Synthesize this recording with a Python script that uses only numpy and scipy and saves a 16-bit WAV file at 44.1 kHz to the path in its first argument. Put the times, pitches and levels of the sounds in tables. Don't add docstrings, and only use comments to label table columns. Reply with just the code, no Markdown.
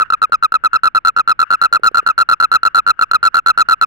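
import sys
import numpy as np
from scipy import signal
from scipy.fft import rfft, irfft
from scipy.io import wavfile
from scipy.ndimage import uniform_filter1d

SR = 44100
rng = np.random.default_rng(int(sys.argv[2]) if len(sys.argv) > 2 else 0)


def magnitude_from_level(level_db):
    exponent = np.asarray(level_db, float) / 20
    return 10 ** exponent


def int16_out(signal):
    q = np.round(np.clip(np.atleast_2d(signal).T, -1, 1) * 32767)
    wavfile.write(sys.argv[1], SR, q.astype(np.int16))


N = 170226


def band(x, hz, width_hz):
    edges_hz = [max(hz - width_hz / 2, 15), hz + width_hz / 2]
    y = signal.sosfilt(signal.butter(2, edges_hz, "band", fs=SR, output="sos"), x)
    return y / np.sqrt(np.mean(y ** 2))


def walk(rate_hz):
    k = int(SR / rate_hz)
    steps = np.repeat(rng.standard_normal(N // k + 1), k)
    return 1.44 * uniform_filter1d(uniform_filter1d(steps, k), k)[:N]


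def ringing_envelope(ms, rise, until_ms):
    hold_ms, ring_t60_ms = 3, 24.5
    choke, choke_ms = 0.2, 1
    late = ms - hold_ms
    decay_ms = (late + np.sqrt(late ** 2 + 0.68)) / 2
    choked = choke * (1 + np.tanh((ms - until_ms) / choke_ms)) / 2
    return rise * magnitude_from_level(-60 * decay_ms / ring_t60_ms) * (1 - choked)


def held_envelope(ms, rise, left_ms):
    held_db, fall_ms, fall_shape = 0.19, 25, 1.57
    ripple, ripple_ms = 0.12, 5
    env = magnitude_from_level(held_db) * rise * np.sin(np.pi / 2 * np.minimum(left_ms / fall_ms, 1)) ** fall_shape
    return env * (1 - ripple * np.sin(np.pi * ms / ripple_ms) ** 2 * (left_ms > fall_ms / 2))


def pulse(ms, hz, length_ms, until_ms, chance, port):
    attack_ms, scatter_db = 0.64, 1.5
    chirp_hz, chirp_ms = 44, 1.94
    after_ms = np.maximum(ms, 0)
    rise = (1 - np.exp(-after_ms / attack_ms)) ** 2
    f = hz * (1 + 0.009 * chance[1]) + chirp_hz * ms / chirp_ms * np.exp(1 - after_ms / chirp_ms)
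    octave = magnitude_from_level(-24.5)
    if length_ms:
        left_ms = np.maximum(length_ms + 4 - ms, 0)
        env = held_envelope(ms, rise, left_ms)
        sag_hz = 81 * np.exp(-left_ms / 15.1)
        drop_hz = 155 * np.exp(-left_ms / 2.56)
        f = f - sag_hz - drop_hz
        octave = octave + magnitude_from_level(-13.5) * np.exp(-((left_ms - 5) / 5.5) ** 2 / 2)
    else:
        env = ringing_envelope(ms, rise, until_ms)
    phase = 2 * np.pi * np.cumsum(f * (ms > 0)) / SR + 0.57 * chance[2]
    env = env * magnitude_from_level(scatter_db * chance[0])

    octave_db, octave_phase = port
    upper = magnitude_from_level(octave_db) * (-0.05 - np.cos(2 * phase + octave_phase))
    for k in range(4, 10):
        overtone_db = -24 - 4.5 * (k - 4) + 6.2 * chance[k]
        upper = upper + magnitude_from_level(overtone_db) * np.sin(k * phase + np.pi * chance[k + 6])
    third = magnitude_from_level(-33) * np.sin(3 * phase)
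    return env * (np.sin(phase) + octave * upper + third), env


def toad(lag_s, chance, port):
    # start t/s, second pulse t/ms, third t/ms, held t/ms, end t/ms
    notes_early = [(-0.001, 10.2, 19.8, 19.8, 36.5), (0.1027, 21.0, 32.0, 32.0, 47.7),
                   (0.2182, 9.0, 18.2, 18.2, 37.1), (0.3216, 9.3, 18.1, 18.1, 36.2),
                   (0.426, 8.9, 18.7, 18.7, 37.1), (0.5213, 19.9, 30.4, 30.4, 48.4),
                   (0.6385, 8.9, 18.3, 18.3, 37.5), (0.7323, 8.4, 17.7, 25.9, 39.4),
                   (0.8348, 8.4, 20.4, 37.3, 50.3), (0.9492, 8.8, 18.2, 25.6, 39.0),
                   (1.05, 9.1, 22.5, 38.8, 51.8), (1.1646, 9.2, 21.3, 37.0, 49.9),
                   (1.2763, 8.9, 18.3, 38.2, 51.6), (1.3926, 8.9, 22.9, 34.7, 48.0),
                   (1.5051, 8.5, 20.5, 36.3, 50.9), (1.6153, 8.7, 22.0, 38.9, 52.7),
                   (1.7269, 8.7, 21.0, 38.2, 47.5), (1.8346, 8.6, 17.9, 35.5, 54.3)]
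    notes_late = [(1.9459, 9.2, 25.7, 43.8, 56.9), (2.0645, 8.9, 23.7, 34.7, 51.9),
                  (2.1794, 8.9, 21.8, 37.8, 51.9), (2.2895, 8.7, 23.7, 40.2, 54.1),
                  (2.4014, 9.0, 24.1, 40.4, 55.8), (2.5167, 9.3, 21.9, 37.9, 54.0),
                  (2.6322, 19.8, 29.7, 39.2, 51.5), (2.7472, 8.9, 20.8, 37.5, 55.6),
                  (2.8655, 9.8, 20.2, 37.8, 51.1), (2.9922, 20.3, 30.9, 37.8, 50.2),
                  (3.1135, 21.0, 31.7, 38.0, 54.4), (3.2296, 9.9, 22.3, 40.6, 56.3),
                  (3.3444, 10.2, 24.3, 42.2, 53.9), (3.462, 8.9, 22.0, 38.6, 54.1),
                  (3.5763, 9.2, 19.5, 37.1, 51.2), (3.6873, 9.1, 23.3, 39.8, 57.1),
                  (3.8132, 10.5, 19.0, 19.0, 34.6)]
    # t/s, sac pitch f/Hz, level/dB
    effort = [(0, 1316, -1), (1.001, 1330, 0.26), (2.0, 1345, 1.26), (3.001, 1343, 1.31), (3.86, 1342, 2.2)]
    gap_ms, lead_ms, first_db = 9.6, 1.1, -1.5
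    pad, n = 400, np.arange(2200)
    out, env = np.zeros(N + 8000), np.zeros(N + 8000)
    effort_s, effort_hz, effort_db = np.array(effort).T
    for row, (start, second, third, held, end) in enumerate(list(notes_early) + list(notes_late)):
        middle = list(np.arange(third, held - gap_ms / 2, gap_ms))
        times = [0, second] + middle + [held]
        hz = np.interp(start, effort_s, effort_hz)
        note_db = np.interp(start, effort_s, effort_db)
        for k, at in enumerate(times):
            onset = (start + lag_s + (at - lead_ms) / 1000) * SR
            i = int(np.floor(onset))
            ms = (n + i - onset) * 1000 / SR
            length_ms = (end - held + lead_ms) * (k == len(times) - 1)
            until_ms = (times + [99])[k + 1] - at
            tone, e = pulse(ms, hz, length_ms, until_ms, chance[row, k], port)
            gain = magnitude_from_level(note_db + first_db * (k == 0))
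            out[pad + i + n] += gain * tone
            env[pad + i + n] += gain * e
    return out[pad:pad + N], env[pad:pad + N]


def air(env):
    rush_hz, rasp_hz, thump_hz = 804, 7000, 660
    rush = band(rng.standard_normal(N), rush_hz, 0.91 * rush_hz) * env
    push = np.maximum(np.gradient(env), 0)
    thump = band(push, thump_hz, 1.566 * thump_hz)
    rasp = band(rng.standard_normal(N), rasp_hz, 1.82 * rasp_hz) * env ** 1.52
    rasp = rasp * magnitude_from_level(3.26 * walk(300))
    return magnitude_from_level(-34.5) * rasp + magnitude_from_level(-29) * rush + magnitude_from_level(-43) * thump


def echoes(call):
    level_db, t60_s, start_s = -47.5, 0.32, 0.0056
    t = np.arange(SR // 2) / SR
    tail = rng.standard_normal(len(t)) * magnitude_from_level(-60 * t / t60_s) * (t > start_s)
    tail = tail / np.sqrt(np.sum(tail ** 2))
    return magnitude_from_level(level_db) * signal.fftconvolve(call, tail)[:N]


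def night():
    # f/Hz, level/dB
    hush_spectrum = [(25, 0), (150, -6), (400, -16.5), (900, -21.5), (2200, -20), (3200, -33), (5000, -53),
                     (9000, -75)]
    chorus_db, chorus_hz, chorus_width_hz, flicker_db = -55, 1436, 330, 5
    throb = magnitude_from_level(flicker_db * (walk(60) + walk(8.55)))
    far = band(rng.standard_normal(N), chorus_hz, chorus_width_hz)
    far = far + magnitude_from_level(-17.5) * band(rng.standard_normal(N), 2 * chorus_hz - 100, 200)
    hz, db = np.array(hush_spectrum).T
    f = np.arange(N // 2 + 1) * SR / N + 1
    weight = magnitude_from_level(np.interp(np.log(f), np.log(hz), db))
    hush = irfft(rfft(rng.standard_normal(N)) * weight, N)
    return magnitude_from_level(chorus_db) * throb * far + magnitude_from_level(-56 + 2.0 * walk(22)) * hush / np.std(hush)


def knocks():
    # t/s, level/dB, f/Hz, left minus right level/dB
    taps = [
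        (0.296, -47.5, 494, -13),
        (1.717, -50.5, 490, -9),
        (1.796, -43, 441, -28),
        (1.826, -50, 440, -12),
        (1.914, -42.5, 433, -21),
        (2.028, -44.5, 435, -29),
        (2.736, -75, 550, -8),
    ]
    mode_ms, tick_db = 1.2, -15
    out, ms = np.zeros((2, N)), np.arange(600) * 1000 / SR
    ticks = rng.standard_normal((len(taps), 600))
    for (s, db, hz, pan_db), tick in zip(taps, ticks):
        tap = ms / mode_ms * np.exp(1 - ms / mode_ms) * np.sin(2 * np.pi * hz * ms / 1000)
        tap = tap + magnitude_from_level(tick_db) * uniform_filter1d(tick, size=7) * np.exp(-abs(ms - 2) / 0.99)
        i = int(s * SR)
        out[:, i:i + 600] += magnitude_from_level(db + np.array([[pan_db], [0]]) + 15) * tap
    return out


def scene():
    # level/dB, phase/rad
    octave_at_ports = [(-6.5, .7), (0, -1.1)]
    lags_s, levels_db = (8 / 44100, 0), (0.5, 0)
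    chance = rng.standard_normal((40, 10, 16))
    ports = []
    for lag_s, db, port in zip(lags_s, levels_db, octave_at_ports):
        call, env = toad(lag_s, chance, port)
        ports.append(magnitude_from_level(db) * (call + air(env)) + echoes(call) + night())
    return np.array(ports) + knocks()


def top_cut(x):
    return signal.sosfilt(signal.butter(12, 16830, fs=SR, output="sos"), x)


def record(dry):
    skew, ceiling, knee, top_hz = -0.0072, 0.57, 26.5, 15800
    x = dry + skew * dry ** 2
    x = x / (1 + np.abs(x / ceiling) ** knee) ** (1 / knee)
    x = signal.sosfilt(signal.butter(6, top_hz, fs=SR, output="sos"), x)
    return top_cut(x)


dry = scene()
out = record(dry)
int16_out(out)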